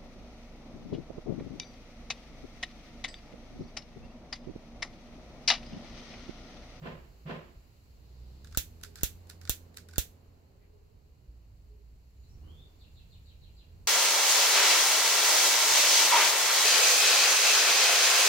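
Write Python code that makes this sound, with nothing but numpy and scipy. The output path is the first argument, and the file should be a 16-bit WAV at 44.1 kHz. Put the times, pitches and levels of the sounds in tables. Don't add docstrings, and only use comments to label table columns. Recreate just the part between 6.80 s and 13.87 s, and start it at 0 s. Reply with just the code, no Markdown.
import sys
import numpy as np
from scipy import signal
from scipy.fft import rfft, irfft, next_fast_len
from scipy.io import wavfile
from scipy.ndimage import map_coordinates

SR = 44100
rng = np.random.default_rng(int(sys.argv[2]) if len(sys.argv) > 2 else 0)


def store_wav(level_fs):
    pcm = np.round(np.clip(np.atleast_2d(level_fs), -1, 1) * 32767)
    wavfile.write(sys.argv[1], SR, pcm.T.astype(np.int16))


N = 311875


def amp(db):
    return np.exp(np.asarray(db) * (np.log(10) / 20))


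def unit(x):
    return x / np.sqrt(np.mean(np.abs(x) ** 2) + 1e-20)


def along(points, hz):
    point_hz, values = np.transpose(points)
    return np.interp(np.log(hz + 1), np.log(point_hz + 1), values)


def clock():
    return np.arange(N) / SR


def curves(rows):
    times, *columns = np.transpose(rows)
    return [np.interp(clock(), times, column) for column in columns]


def wobble(rate, size=N):
    knots = rng.standard_normal(int(size * rate / SR) + 4)
    return map_coordinates(knots, [np.arange(size) * rate / SR])


def filtered(x, response):
    size = next_fast_len(N + SR // 2, True)
    return irfft(rfft(x, size) * response(np.fft.rfftfreq(size, 1 / SR)), size)[..., :N]


def resonances(modes, f):
    return sum((-1) ** k * amp(db) * 1j * f * width / (hz * hz - f * f + 1j * f * width)
               for k, (hz, width, db) in enumerate(modes))


def swell(t, rise, t60):
    attack = np.minimum(t, 0) / max(abs(rise), 1e-5)
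    decay = np.log(1000) * np.maximum(t, 0) / t60
    return np.exp(np.maximum(attack - decay, -20))


def panning(pan, hz):
    return amp(np.outer([.5, -.5], along(pan, hz)))


def noise(spectrum, alike=((100, 0),), pan=((100, 0),)):
    size = next_fast_len(N, True)
    hz = np.fft.rfftfreq(size, 1 / SR)
    spread = np.arccos(np.clip(along(alike, hz), -1, 1)) / 2
    coloured = rfft(rng.standard_normal((2, size))) * amp(along(spectrum, hz))
    mid, side = coloured * [np.cos(spread), np.sin(spread)]
    return unit(irfft(np.array([mid + side, mid - side]) * panning(pan, hz), size)[:, :N])


def noise_band(hz, width_hz):
    white = rng.standard_normal((2, N))
    return unit(filtered(white, lambda f: resonances([(hz, width_hz, 0)], f) ** 2))


# frequency in Hz, relative level in dB.
RUMBLE_EQ = [(15, -12), (30, -4), (50, 0.5), (90, -3.5), (140, -13), (250, -27.5), (500, -57)]
TRAFFIC_EQ = [(80, -3.5), (150, 0), (260, -2), (330, -5), (420, -3), (600, -8.5), (1000, -13),
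              (1600, -21.5), (3000, -28), (6000, -57.5)]
HISS_EQ = [(600, 2), (1500, 1.5), (2850, 6), (3400, -3), (4300, 8), (5500, -1), (7800, -3), (8200, -26),
           (9600, -11.5), (11000, -2), (15600, -2), (16200, -27.5)]
# time in seconds, relative level in dB.
RUMBLE_RIDE = [(0, -60), (.8, -61), (2.1, -56), (3.1, -64.5), (4.4, -62), (5.3, -61), (5.65, -53.5),
               (6, -58.5), (7.07, -56)]
TRAFFIC_RIDE = [(0, -65), (1.05, -70), (1.5, -65.5), (2.1, -66), (2.6, -63.5), (3.7, -66), (4.25, -71),
                (5.4, -73), (5.7, -66.5), (6.2, -71), (7.07, -69)]
HISS_RIDE = [(0, -74.5), (1.3, -77.5), (2.2, -74.5), (3.9, -82.5), (5.1, -81.5), (5.9, -77.5), (7.07, -79)]
# frequency in Hz, left-right correlation.
AIR_ALIKE = [(60, 0.83), (100, 1), (180, 0.82), (310, 0.55), (550, 0.34), (950, -0.3), (1650, -0.14),
             (2860, 0.076), (4970, 0.12), (8640, 0.076), (15000, 0.02)]
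# frequency in Hz, left minus right in dB.
AIR_PAN = [(50, -2), (400, -3.5), (1000, -5), (2000, 0), (4400, 5.5), (5500, -4.5), (7800, -17.5),
           (9000, 2.5), (14000, 1.5)]

def outdoors(rumble_db=3, traffic_db=2, hiss_db=6):
    (low,), (middle,), (high,) = curves(RUMBLE_RIDE), curves(TRAFFIC_RIDE), curves(HISS_RIDE)
    rumble = amp(low + rumble_db + 2 * wobble(8)) * noise(RUMBLE_EQ, AIR_ALIKE, AIR_PAN)
    traffic = amp(middle + traffic_db + .896 * wobble(2.1)) * noise(TRAFFIC_EQ, AIR_ALIKE, AIR_PAN)
    hiss = amp(high + hiss_db) * noise(HISS_EQ, AIR_ALIKE, AIR_PAN)
    return rumble + traffic + hiss


# peak time and half-length in seconds, level in dB.
CAR_PASSES = [(2.103, .13, -65.5), (3.953, 0.26, -65.5), (4.952, 0.1, -68)]

def tyres(hz=415, width_hz=35):
    level = sum(amp(db) * np.exp(-((clock() - s) / length) ** 2) for s, length, db in CAR_PASSES)
    return level * noise_band(hz, width_hz) * amp([[-2], [2]])


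# time in seconds, firing rate in Hz, relative level in dB.
ENGINE_REVS = [(0, 58.75, -57), (.95, 60, -69.5), (1.55, 61.84, -46.5), (1.75, 79.1, -51), (2.3, 86, -53),
               (3.1, 84.9, -56), (3.6, 85.7, -65.5), (4.2, 80.5, -68), (4.5, 58.6, -55), (4.85, 52, -58),
               (5.3, 62.02, -61), (5.65, 76, -52), (6.1, 79.05, -68.5), (7.07, 81.8, -54)]
# multiple of the firing rate, gain in dB.
ENGINE_HARMONICS = [(1, 2.5), (2, -13), (3, -21), (4, -25), (5, -27), (6, -26)]

def engine():
    hz, db = curves(ENGINE_REVS)
    phase = 2 * np.pi * np.cumsum(hz * (1 + .0096 * wobble(15))) / SR
    drone = sum(amp(db + gain_db + 3.4 * wobble(12)) * np.sin(k * phase)
                for k, gain_db in ENGINE_HARMONICS)
    return drone * amp([[-1], [1.5]])


def whistle(hz, rasp):
    wavering_hz = hz * (1 + rasp * wobble(400, size=len(hz)))
    return np.sin(2 * np.pi * np.cumsum(wavering_hz) / SR)


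# start and length in
# seconds, starting, middle and ending pitch in Hz, level in dB, rasp as a share of the pitch.
BIRD_CALLS = [(5.356, .08, 6800, 6833, 7180, -75, 0.0083), (5.415, 0.036, 4296, 4130, 3888, -67.5, .05),
              (5.479, .04, 4900, 5560, 5900, -67, .06), (5.61, .245, 2750, 3340, 3680, -61, .018)]
# time in seconds, pitch in Hz, relative level in dB.
TRILL_SLUR = [(0, 4400, -22), (.014, 4300, 1), (.036, 3950, 4.5), (.048, 3250, -4.5), (.062, 2801, -1),
              (.085, 2380, -13.5)]
# start in seconds, level in dB.
PEEPS = [(5.94, -75), (6.101, -72.5), (6.27, -75), (6.407, -73), (6.7, -73)]

def birds(trill_s=5.981, step_s=.1535, trill_db=-62, crescendo_db=6, gather_s=.0048, echo_t60=.45):
    song = np.zeros(N + SR)
    peeps = [(s, .05, 7180, 7200, 7900, db, .012) for s, db in PEEPS]
    for s, length, *pitch_hz, db, rasp in BIRD_CALLS + peeps:
        progress = np.linspace(0, 1, int(length * SR))
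        hz = np.polyval(np.polyfit([0, .5, 1], pitch_hz, 2), progress)
        envelope = amp(db + crescendo_db * (progress - .5)) * np.abs(np.sin(np.pi * progress)) ** .5
        song[int(s * SR):][:len(hz)] += envelope * whistle(hz, rasp)
    slur_hz, slur_db = np.array(curves(TRILL_SLUR))[:, :int(TRILL_SLUR[-1][0] * SR)]
    for s in trill_s + step_s * np.arange(6):
        song[int(s * SR):][:len(slur_hz)] += amp(trill_db + slur_db) * whistle(slur_hz, rasp=.06)
    t = np.arange(SR // 2) / SR
    trees = rng.standard_normal((2, len(t))) * swell(t - gather_s, gather_s, echo_t60)
    return signal.fftconvolve(song[None, :N], trees / np.linalg.norm(trees[0]), axes=1)[:, :N]


# start in seconds, relative level in dB.
BANGS = [(0.017, -38.5), (0.455, -36)]
# frequency in Hz, relative level in dB.
BOOM_EQ = [(70, -26), (115, -19.5), (150, 2), (200, -7), (245, -4.5), (290, -20.5), (360, -7.5), (680, -12),
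           (800, -17.5), (1050, -14.5), (1300, -16), (2800, -21), (5000, -36.5), (9000, -59)]
# frequency in Hz, left-right correlation.
BOOM_ALIKE = [(130, 1), (290, 0.61), (640, 0.0083), (1400, -0.3), (3000, 0.056)]
# frequency and bandwidth in Hz, gain in dB.
YARD_MODES = [(152, 28, -0.5), (240.5, 30, -5), (349.2, 16, 0), (593, 17, -10), (676, 8.8, -2.5),
              (1037, 23, -8)]

def bangs(push_hz=152, push_db=1, crest_s=.052, t60=.44, roll_db=-19, roll_t60=1.0, yards_db=-4):
    push, echo = np.zeros(N), np.zeros((2, N))
    yards = lambda f: resonances(YARD_MODES, f) / (1 + (f / 2000) ** 4)
    ringing = unit(filtered(rng.standard_normal(N), yards))
    scatter = noise(BOOM_EQ, BOOM_ALIKE) + amp(yards_db) * ringing
    paths = unit(scatter * amp(wobble(160)))
    for s, db in BANGS:
        t = np.maximum(clock() - s, 0)
        push += amp(db + push_db) * np.sin(2 * np.pi * push_hz * t) * swell(t - .013, .012, .062)
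        fade_in = np.minimum(t / .011, 1)
        roll = swell(t - crest_s, .028, t60) + amp(roll_db) * swell(t - crest_s, .018, roll_t60)
        echo += amp(db) * fade_in * roll * np.roll(paths, int(s * SR), axis=1)
    return (push + echo) * amp([[-1.1], [1.1]])


# peak time and half-length in seconds, centre in Hz, level in dB.
RUSTLES = [(1.295, 0.1, 4020, -79), (1.53, 0.31, 4240, -72), (3.843, 0.031, 2050, -74),
           (5.68, 0.08, 1130, -74), (5.67, 0.08, 334, -64)]
# start in seconds, level in dB.
TABLE_BUMPS = [(0.763, -40), (4.483, -41)]

def handling(cloth_width=.4, bump_hz=52, bump_t60=.11):
    out = np.zeros((2, N))
    for s, length, hz, db in RUSTLES:
        out += amp(db) * np.exp(-((clock() - s) / length) ** 2) * noise_band(hz, cloth_width * hz)
    for s, db in TABLE_BUMPS:
        t = np.maximum(clock() - s, 0)
        out -= amp(db) * np.sin(2 * np.pi * bump_hz * t) * swell(t - .01, .008, bump_t60)
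    return out


# frequency in Hz, relative level in dB.
PATIO_EQ = [(150, -16.5), (550, -5.5), (900, -18), (1250, -12.5), (1480, -2), (1900, -6), (3000, -1.5),
            (3650, 2.5), (4900, -3.5), (6300, 2), (7700, -1.5), (9200, -9.5), (10700, 1), (15500, 0.5),
            (16100, -17.5)]
# frequency in Hz, left minus right in dB.
PATIO_PAN = [(1000, 1), (4500, -7), (5500, -3), (6500, -4), (8000, -12), (9200, -3), (13000, 2),
             (15400, -4)]

def patio(hits, t60=.145, late_t60=.37, late_db=-21, send_db=-12.2):
    out = np.zeros((2, N))
    paths = noise(PATIO_EQ, pan=PATIO_PAN)
    for s, db, _ in hits:
        t = clock() - s - .005
        tail = swell(t, .003, t60) + amp(late_db) * swell(t, .003, late_t60)
        out += np.roll(paths, int(s * SR), axis=1) * amp(db + send_db) * (clock() > s) * tail
    return out


# time in seconds, relative level in dB.
GRIPS = [(1.6451, -51.5), (2.1565, -41), (2.6133, -50.5), (3.0867, -50.5)]
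CATCHES = [(1.7474, -42), (2.2093, -45.5), (2.6746, -44), (3.1581, -43.5)]
# hit in seconds, relative level in dB, travel in seconds.
RELEASES = [(2.0366, -38.5, 0.024), (2.4994, -43, .0285), (2.972, -40.5, .0286)]
# treble in dB, hollow ring in dB, slide-in in seconds.
GRIP_TONE, CREAK_TONE, CATCH_TONE = (-1, -10, .00038), (-5.5, -4.5, .001), (-13, -2.5, .0003)
UNSTICK_TONE, STOP_TONE, REBOUND_TONE = (0, -19, .00076), (1, -16, .0022), (-20, -5, .0011)

def contacts(creaks=3, creak_db=-58, slip_lead_s=.022, slip_db=-51,
             unstick_db=-16, rebound_s=.0105, rebound_db=-9.5):
    cues = []
    for (grip_s, grip_db), (catch_s, catch_db) in zip(GRIPS, CATCHES):
        slip_s = catch_s - slip_lead_s
        cues += [(grip_s, grip_db, *GRIP_TONE),
                 (slip_s, slip_db, *CREAK_TONE),
                 (catch_s, catch_db, *CATCH_TONE)]
        for k in range(creaks):
            travel = (k + rng.random()) / creaks
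            creak_s = grip_s + travel * (slip_s - grip_s)
            cues.append((creak_s, creak_db + 2.5 * rng.standard_normal(), *CREAK_TONE))
    for s, db, travel_s in RELEASES:
        cues += [(s - travel_s, db + unstick_db, *UNSTICK_TONE),
                 (s, db, *STOP_TONE),
                 (s + rebound_s, db + rebound_db, *REBOUND_TONE)]
    return cues


# frequency and bandwidth in Hz, gain in dB.
HANDLE_MODES = [(1500, 400, 0.5), (2440, 700, -2.5), (3670, 600, 1.5), (4420, 800, 3.5), (5000, 800, 4),
                (7200, 1724, -3.5)]
# frequency in Hz, relative level in dB.
EDGE_EQ = [(1500, -25), (5500, -2), (8000, -3.5), (9200, -4.5), (10500, 1.5), (15000, -1.5), (16300, -16.5)]

def trigger(tick_t60=.006, room_t60=.2, room_db=-15, edge_db=-3,
            hollow_hz=1500, hollow_width_hz=400, hollow_t60=.046, hollow_db=-2):
    body, edge, rattle = np.zeros((3, N))
    now = clock()
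    for s, db, treble_db, ring_db, slide_s in contacts():
        near = slice(int(s * SR) - SR // 10, int(s * SR) + SR // 2)
        t = now[near] - s - .0006
        touch = amp(db) * (swell(t, slide_s, tick_t60) + amp(room_db) * swell(t, slide_s, room_t60))
        body[near] += touch
        edge[near] += touch * amp(treble_db + edge_db)
        rattle[near] += amp(db + ring_db + hollow_db) * swell(t, slide_s, hollow_t60)
    handle = lambda f: unit(resonances(HANDLE_MODES, f)) * panning(PATIO_PAN, f)
    cavity = lambda f: unit(resonances([(hollow_hz, hollow_width_hz, 0)], f) ** 2)
    plastic = filtered(body * rng.choice([-1, 1], (2, N)), handle)
    hollow = filtered(rattle * rng.choice([-1, 1], N), cavity)
    return plastic + hollow + edge * noise(EDGE_EQ)


def thumps(hits, swing_hz=57, life_s=.018, spike_db=2, spike_s=.00053, left_db=-28):
    right = np.zeros(N)
    for s, _, db in hits:
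        spike = amp(spike_db) * np.exp(-((clock() - s - .001) / spike_s) ** 2)
        t = np.maximum(clock() - s - .0015, 0)
        swing = np.sin(2 * np.pi * swing_hz * t) * np.exp(-(t / life_s) ** 2)
        right += amp(db) * (spike - swing)
    return np.array([amp(left_db) * right, right])


# start in seconds, snap level in dB, thump level in dB.
SNAPS = [(1.773, -17, -22), (2.2329, -18, -22), (2.6948, -18, -23.5), (3.1812, -17, -19)]
# frequency and bandwidth in Hz, left and right gain in dB.
SHELL_MODES = [(1492, 250, 0, 3), (2650, 600, -9.5, -4), (3600, 290, 9, -1), (4370, 320, 4, -2),
               (5600, 710, -3, 2), (6100, 360, -10.5, 11.5), (7460, 800, -5, 11), (10600, 1000, 2.5, 4.5),
               (12100, 820, 9.5, 10.5), (14300, 1100, 8, 0.5), (14756, 230, 3.5, 7), (15000, 600, 11, 8.5)]
# frequency in Hz, relative level in dB.
JOLT_EQ = [(100, -3.5), (300, -7.5), (480, 0), (780, -14), (1200, -11), (2500, -18), (5000, -37)]

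def snaps(chatter_s=.0011, hammer_t60=.007, table_s=.0075, table_db=-14, table_t60=.019, jolt_db=-15):
    force = np.zeros(N)
    for s, db, _ in SNAPS:
        t = clock() - s
        attack = np.clip(t / .0003, 0, 1)
        force += amp(db) * attack * swell(np.maximum(t - chatter_s, 0), 1, hammer_t60)
        force += amp(db + table_db) * swell(t - table_s, .0002, table_t60)
    sides = [[(hz, width, gains[side]) for hz, width, *gains in SHELL_MODES] for side in range(2)]
    chatter = force * rng.choice([-1, 1], (2, N))
    shell = filtered(chatter, lambda f: unit(np.array([resonances(modes, f) for modes in sides])))
    jolt = force * amp(jolt_db) * noise(JOLT_EQ, pan=[(500, -18.5)])
    return shell + jolt


def scene():
    foreground = snaps() + thumps(SNAPS) + patio(SNAPS) + trigger() + handling()
    return foreground + bangs() + engine() + tyres() + birds() + outdoors()


def record(dry):
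    cutoff_hz = 16350
    return filtered(dry, lambda hz: 1 / np.sqrt(1 + (hz / cutoff_hz) ** 120))


dry = scene()
out = record(dry)
store_wav(out)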